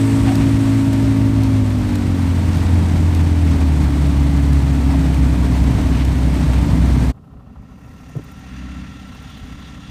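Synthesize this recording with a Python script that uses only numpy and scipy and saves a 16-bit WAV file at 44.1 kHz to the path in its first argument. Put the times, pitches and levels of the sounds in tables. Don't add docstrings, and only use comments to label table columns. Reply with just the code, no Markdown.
import sys
import numpy as np
from scipy import signal
from scipy.fft import rfft, irfft, next_fast_len
from scipy.io import wavfile

SR = 44100
rng = np.random.default_rng(int(sys.argv[2]) if len(sys.argv) > 2 else 0)


def unload_audio(sound):
    columns = np.transpose(np.atleast_2d(sound))
    steps = np.round(np.clip(columns, -1, 1) * 32767)
    wavfile.write(sys.argv[1], SR, steps.astype(np.int16))


N = 436590
TIME = np.arange(N) / SR
OUTSIDE_S, ARRIVED_S = 7.112, 9
REDUCTION, BLADES = 2.43, 3

# centre in Hz, half-width in Hz, lift in dB.
WHINE_BANDS = [(770, 35, 7), (1360, 44, 5), (1850, 60, 6), (2720, 100, 4), (3420, 70, 3), (4450, 110, -4.5),
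               (4740, 45, 9.5), (5000, 80, -3.5), (6080, 60, 7), (6770, 60, 8)]


def amp(db):
    return 10 ** (np.asarray(db) / 20)


def unit(x):
    return x / np.sqrt(np.mean(x ** 2) + 1e-20)


def curve(rows):
    return np.interp(TIME, *np.transpose(rows))


def humps(rows):
    return sum(height * np.exp(-(2 * (TIME - s) / length_s) ** 2) for s, length_s, height in rows)


def level_at(spectrum, hz):
    points_hz, db = np.transpose(spectrum)
    return np.interp(np.log(hz + 1), np.log(points_hz + 1), db)


def noise(spectrum, bands=(), skirt_db_per_octave=30):
    size = next_fast_len(N, True)
    hz = np.fft.rfftfreq(size, 1 / SR) + 1e-9
    octaves_out = abs(np.log2(hz / np.clip(hz, spectrum[0][0], spectrum[-1][0])))
    db = level_at(spectrum, hz) - skirt_db_per_octave * octaves_out
    db += sum(lift_db / (1 + ((hz - band_hz) / width_hz) ** 2) for band_hz, width_hz, lift_db in bands)
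    return unit(irfft(rfft(rng.standard_normal(size)) * amp(db), size)[:N])


def drift(rate_hz):
    size = 4096
    hz = np.fft.rfftfreq(size, N / SR / size)
    slow = unit(irfft(rfft(rng.standard_normal(size)) / (1 + (hz / rate_hz) ** 2)))
    return np.interp(TIME, np.linspace(0, N / SR, size), slow)


def partial(turns, order=1):
    return np.sqrt(2) * np.cos(2 * np.pi * (order * turns + rng.random()))


def add(mix, start_s, sound):
    part = mix[round(start_s * SR):][:len(sound)]
    part += sound[:len(part)]


def throttle(ease_at_s=0.79, closing_s=0.56):
    return np.clip(1 - (TIME - ease_at_s) / closing_s, 0, 1)


def approach(lost_db, steepness):
    far = np.clip((ARRIVED_S - TIME) / (ARRIVED_S - OUTSIDE_S), 0, 1)
    return -lost_db * far ** steepness


def swell(centre_s=8.68, length_s=0.44, edge_s=0.17, height_db=8):
    return height_db * np.clip((length_s / 2 - abs(TIME - centre_s)) / edge_s + 0.5, 0, 1)


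def propeller_angle(turns, top_s=8.169):
    return 2 * np.pi * (turns - np.interp(top_s, TIME, turns)) / REDUCTION


def open_air(field_db=-54, breeze_db=-45, gust_db=3.5):
    # frequency in Hz, relative density in dB.
    field_spectrum = [(60, 0), (170, 13), (350, -3), (410, 9.5), (470, -3), (1300, -16), (1900, -40),
                      (3000, -20), (6000, -25), (15000, -34)]
    breeze_spectrum = [(15, -20), (32, -4), (48, 6), (75, 1), (120, 0), (250, -31), (600, -48)]
    # start in seconds, level in dB, length in seconds.
    puffs = [(7.333, -41, 0.091), (7.567, -38, 0.068), (9.401, -31, 0.07), (9.503, -40, 0.072)]
    wind = noise(breeze_spectrum)
    out = amp(field_db) * noise(field_spectrum)
    out += amp(breeze_db) * unit(wind * amp(gust_db * drift(18)))
    for start_s, db, length_s in puffs:
        puff = wind[round(start_s * SR):][:round(length_s * SR)]
        add(out, start_s, amp(db) * unit(puff) * np.hanning(len(puff)))
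    return out


def finger_bump(rub_db=-35):
    # start in seconds, level in dB, ring in Hz, length in seconds.
    knocks = [(8.152, -29, 430, 0.0071), (8.158, -15.5, 138, 0.027), (8.16, -28, 290, 0.016),
              (8.181, -34, 420, 0.018), (8.189, -24, 110, 0.0246)]
    out = np.zeros(N)
    rub = amp(rub_db) * noise([(100, 11), (480, -4), (750, -13), (1500, -33)])
    for start_s, db, hz, length_s in knocks:
        t = np.arange(0, length_s, 1 / SR)
        knock = amp(db) * np.sin(2 * np.pi * hz * t) + rub[round(start_s * SR):][:len(t)]
        add(out, start_s, knock * np.sin(np.pi * t / length_s))
    return out


def airframe(rumble_db=-25.5, clatter_db=-36, wash_db=-38, build_db_per_s=0.8134):
    # centre in seconds, length in seconds, extra shaking in dB.
    patches = [(.33, 0.51, 5), (1.073, 0.15, 3), (2.629, 0.51, 4), (3.05, 0.41, 3), (3.55, 0.093, 4),
               (4.001, 0.82, 2.5), (4.952, 0.34, 1.5), (5.65, 0.66, 4), (6.677, 1, 3)]
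    # frequency in Hz, relative density in dB.
    rumble_spectrum = [(15, -30), (32, -21), (48, -3.5), (68, -2.5), (110, -1), (148, -4), (162, 2),
                       (180, -5), (205, -7), (285, -11.5), (350, -19), (450, -30), (700, -50), (1500, -70)]
    clatter_spectrum = [(250, 4.5), (420, 5.5), (520, 2), (620, 5), (720, 3.5), (820, 1.5), (910, 4),
                        (1200, -6.5), (1700, -14.5), (3500, -23)]
    wash_spectrum = [(500, -12), (1200, 1), (2100, 1), (3000, -4), (4500, -6.5), (4900, -9), (5600, -9),
                     (7200, -12), (8300, -10), (9600, -14.5), (10400, -21), (11200, -18), (15300, -23.5)]
    # centre in Hz, half-width in Hz, lift in dB.
    panel_rings = [(1145, 28, 4.5)]
    ground_db = build_db_per_s * TIME + humps(patches)
    rumble = amp(rumble_db + ground_db) * noise(rumble_spectrum)
    clatter = amp(clatter_db + 0.49 * ground_db) * noise(clatter_spectrum, panel_rings)
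    gusts_db = 0.3 * drift(70)
    wash = amp(wash_db + 0.25 * ground_db + 2.5 * throttle() + gusts_db) * noise(wash_spectrum)
    shake = amp(0.84 * drift(41))
    return rumble + shake * (clatter + wash)


def fittings(tick_s=0.0012, tail_s=0.009, faint_db=-41, faint_per_s=9):
    # start in seconds, level in dB.
    ticks = [(0.3541, -28.5), (0.9313, -32.5), (1.4341, -33), (1.955, -33), (2.5701, -36), (3.1482, -33),
             (4.5306, -36), (5.1442, -37), (5.8132, -36), (6.0492, -33)]
    # start in seconds, level in dB, length in seconds, ring in Hz, bandwidth in Hz.
    jolts = [(0.255, -31.5, 0.09, 750, 45), (0.405, -35, .022, 784, 200), (4.875, -34, 0.12, 760, 160),
             (5.775, -32, 0.025, 720, 60)]
    t = np.arange(SR // 20) / SR
    snap = t / tick_s * np.exp(1 - t / tick_s)
    tail = 0.17 * (1 - np.exp(-t / tick_s)) * np.exp(-t / tail_s)
    strikes = amp(faint_db) * rng.random(N) * (rng.random(N) < faint_per_s / SR)
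    for start_s, db in ticks:
        add(strikes, start_s, amp([db]))
    envelope = signal.oaconvolve(strikes, snap + tail)[:N]
    out = envelope * noise([(800, -18), (3000, 6.5), (9000, 1), (15000, -4)])
    for start_s, db, length_s, hz, width_hz in jolts:
        knocks = rng.standard_normal(SR // 2)[:round(length_s * SR)] ** 3
        ring = signal.lfilter(*signal.iirpeak(hz, hz / width_hz, SR), knocks)
        add(out, start_s, amp(db) * unit(ring) * signal.windows.tukey(len(ring), 0.5))
    return out


def rattles():
    # start in seconds, level in dB, length in seconds, band centre in Hz.
    bursts = [(.245, -31.5, .065, 1200), (.405, -33.5, .03, 1150), (1.42, -45, .06, 2800),
              (2.515, -43, .11, 2800), (2.64, -42, .1, 1900), (3.5, -43, .045, 3000),
              (5.925, -36.5, .125, 1600), (6.4, -45, .06, 3000), (6.51, -39.5, .11, 1400)]
    out = np.zeros(N)
    knocks = rng.standard_normal(N) * amp(4 * drift(150))
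    for start_s, db, length_s, hz in bursts:
        band = signal.butter(2, [hz / 2, hz * 2], "band", fs=SR, output="sos")
        burst = signal.sosfilt(band, knocks[round(start_s * SR):][:round(length_s * SR)])
        add(out, start_s, amp(db) * unit(burst) * signal.windows.tukey(len(burst)))
    return out


def intake_hiss(whistle_hz=7672.5, wander_hz=186, fuzz_hz=110):
    # frequency in Hz, relative density in dB.
    spectrum = [(7000, -6), (8300, 4), (9700, -5), (15300, -19)]
    centre_hz = whistle_hz + wander_hz * drift(3)
    whistle = noise([(fuzz_hz, 0)]) * partial(np.cumsum(centre_hz) / SR)
    return unit((noise(spectrum) + 0.5 * whistle) * amp(2 * drift(25)))


def hiss_swells():
    # centre in seconds, length in seconds, level in dB.
    swells = [(0.05, 0.73, -45.5), (2.8, 0.58, -53)]
    return humps([(s, length_s, amp(db)) for s, length_s, db in swells]) * intake_hiss()


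def fading_hum(turns, order=8, level_db=-34.5, fade_s=0.2):
    return amp(level_db) * np.exp(-(TIME / fade_s) ** 2) * partial(turns, order)


def chugging(turns, chug_db=-53, beat_db=3.5, scuff_width_turns=0.07):
    # frequency in Hz, relative density in dB.
    spectrum = [(400, 1), (770, 3), (870, -2), (1050, 4.5), (1400, -4.5), (1700, -14), (3000, -19)]
    # centre and length in seconds, level in dB.
    scuff_spells = [(8.26, .3, -55), (9.22, .4, -62)]
    # time in seconds, level in dB.
    flutter_levels = [(7.55, -82), (7.87, -69), (8.3, -69), (8.8, -74), (9.45, -66), (9.9, -78)]
    angle = propeller_angle(turns)
    stroke = np.exp((np.cos(angle) - 1) / (2 * (np.pi * scuff_width_turns) ** 2))
    scuff = stroke * humps([(s, length_s, amp(db)) for s, length_s, db in scuff_spells])
    flutter = amp(curve(flutter_levels) + 2 * (np.cos(BLADES * angle) + np.cos(angle) + drift(60)))
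    propeller_share = np.interp(TIME, [OUTSIDE_S, ARRIVED_S], [1, 0.4])
    pulse_db = beat_db * (propeller_share * np.cos(angle) + np.cos(2 * np.pi * turns)) + drift(20)
    chug = amp(chug_db + approach(4.5, 1.5) + pulse_db) * noise(spectrum, WHINE_BANDS)
    return chug + (scuff + flutter) * noise([(6000, -6), (12000, -4), (15300, -2)])


def blade_air(turns, swish_db=-48.5, rasp_db=-53, sizzle_db=-57.5):
    # frequency in Hz, relative density in dB.
    swish_spectrum = [(300, -2), (600, -12.5), (1000, 0), (1550, -1), (2050, 0.5), (2400, -3.5), (2750, -2),
                      (3100, -12), (4400, -9)]
    rasp_spectrum = [(2800, -3.5), (3400, 0.5), (3800, -2), (4500, -9)]
    sizzle_spectrum = [(4000, -26), (5000, -3), (5600, 1.5), (6500, -2.5), (7200, -4), (7900, -10),
                       (8750, -3.5), (9400, -9), (10000, -12), (10700, -18), (13000, -14), (15300, -25)]
    # centre in seconds, length in seconds, lift in dB.
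    flares = [(9.34, .12, 5), (9.65, .1, 5), (9.87, .1, 4)]
    swish = amp(swish_db + approach(32, 2.8) + 0.41 * swell()) * noise(swish_spectrum, WHINE_BANDS)
    rasp = amp(rasp_db + approach(44, 2) + humps(flares)) * noise(rasp_spectrum, WHINE_BANDS)
    sizzle = amp(sizzle_db + approach(54, 3.8)) * noise(sizzle_spectrum, WHINE_BANDS)
    throb = 1 + 0.07 * partial(turns / REDUCTION, BLADES) + 0.09 * np.cos(2 * np.pi * turns)
    return (swish + rasp + sizzle) * throb * amp(0.7 * drift(25))


def gearbox(turns, whine_db=-55, idle_hz=32.15, wobble=0.4, flutter=0.35):
    # frequency in Hz with the crank at idle_hz, relative level in dB.
    tones = [(1351, 1), (1863, -8)]
    angle = propeller_angle(turns)
    out = np.zeros(N)
    for hz, db in tones:
        load = 1 + wobble * (np.cos(angle) + np.cos(BLADES * angle)) + flutter * drift(25)
        pitch_factor = np.sqrt(hz / tones[0][0])
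        level_db = whine_db + db + approach(20 * pitch_factor, 2)
        play_cycles = 0.09 * pitch_factor * drift(14)
        out += amp(level_db) * load * partial(turns * hz / idle_hz + play_cycles)
    return out


def exhaust(turns, note_db=-41, chuff_db=-40, rough=0.21):
    # multiple of crank speed, relative level in dB.
    orders = [(2, -1), (2.5, -9), (4, -9.5), (5, -11), (6, -7), (7, -16.5), (7.5, -12), (8, -8), (9, -11.5)]
    # frequency in Hz, relative density in dB.
    spectrum = [(25, -19), (70, 2), (120, 3.5), (180, 3), (280, 0.5), (335, -18.5), (600, -18), (1200, -56)]
    distance_db = approach(lost_db=12, steepness=1.75)
    note = sum(amp(db) * partial(turns, order) * (1 + rough * drift(3.5)) for order, db in orders)
    chuff = amp(chuff_db + 0.42 * distance_db) * noise(spectrum)
    return amp(note_db + distance_db + swell()) * note + chuff


def cabin_engine(hz, turns, overtones_db=-25, blades_db=-26, intake_db=-50, rough_idle=0.2, rough_open=0.12):
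    # frequency in Hz, level in dB.
    firing_levels = [(63, -16), (72, -14.5), (85, -13.5), (91, -17.5), (97, -22), (104, -16), (109, -17.5)]
    # multiple of crank speed, relative dB at idle, relative dB under power.
    orders = [(1.01, -12, -8), (2.488, -4, -5), (3.006, -3, -9), (4.008, 3, 8), (4.48, -4.5, -6.5),
              (4.992, 5.5, 4.5), (5.997, -5, 4.5), (7, -2, 3), (8.045, -0.5, -1), (9.024, -4, -3),
              (10.96, -4.5, -1), (11.94, -12, -8), (17, -14, -2), (20.93, -17, -4.5)]
    # frequency in Hz, gain in dB.
    response = [(35, -15), (55, -1), (105, -11), (128, -8), (139, 0.5), (170, -14), (212, -11), (240, -2),
                (255, -2.5), (273, 3), (298, -2.5), (314, -12), (328, -10), (342, -20), (380, -21.5),
                (490, -19.5), (600, -15), (930, -18), (1200, -21.5)]
    out = amp(level_at(firing_levels, 2 * hz)) * partial(turns, 2) * (1 + 0.091 * drift(12))
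    load = (hz / hz.max()) ** 5
    rough = rough_idle + (rough_open - rough_idle) * load
    for order, idle_db, open_db in orders:
        db = overtones_db + idle_db + (open_db - idle_db) * load + level_at(response, order * hz)
        db += 0.2 * max(order - 5, 0) * drift(7)
        jitter_turns = 0.025 * rough * drift(18)
        out += amp(db) * (1 + rough * drift(12)) * partial(turns + jitter_turns, order)
    blades = amp(blades_db) * load * partial(turns / REDUCTION, BLADES) * (1 + 0.46 * drift(5.7))
    return out + blades + amp(intake_db) * throttle() * intake_hiss()


def scene(crossfade_s=0.022):
    # time in seconds, speed in turns per second.
    cabin_speed = [(0.0, 55.0), (0.06, 54.7), (1.3, 54.4), (1.52, 53.2), (2.23, 44.7), (2.79, 43.0),
                   (3.12, 42.4), (3.32, 41.6), (3.46, 40.5), (3.89, 35.5), (4.01, 35.3), (4.65, 34.7),
                   (5.42, 32.4), (6.19, 32.3), (7.1, 31.5)]
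    idle_speed = [(7.5, 31.2), (7.9, 32.15)]
    crank_hz = curve(cabin_speed)
    turns = np.cumsum(crank_hz * (1 + 0.0016 * drift(9.5))) / SR
    inside = cabin_engine(crank_hz, turns) + airframe() + fittings() + rattles()
    inside += fading_hum(turns) + hiss_swells()
    idle_turns = np.cumsum(curve(idle_speed) * (1 + 0.001245 * drift(2.27))) / SR
    outside = exhaust(idle_turns) + gearbox(idle_turns) + blade_air(idle_turns) + chugging(idle_turns)
    outside += open_air() + finger_bump()
    jump = np.clip((TIME - OUTSIDE_S) / crossfade_s + 0.5, 0, 1)
    return ((1 - jump) * inside + jump * outside)[None]


def record(dry, cutoff_hz=15300):
    lowpass = signal.firwin(511, cutoff_hz, window=("kaiser", 9), fs=SR)
    return signal.oaconvolve(dry, lowpass[None], "same")


dry = scene()
out = record(dry)
unload_audio(out)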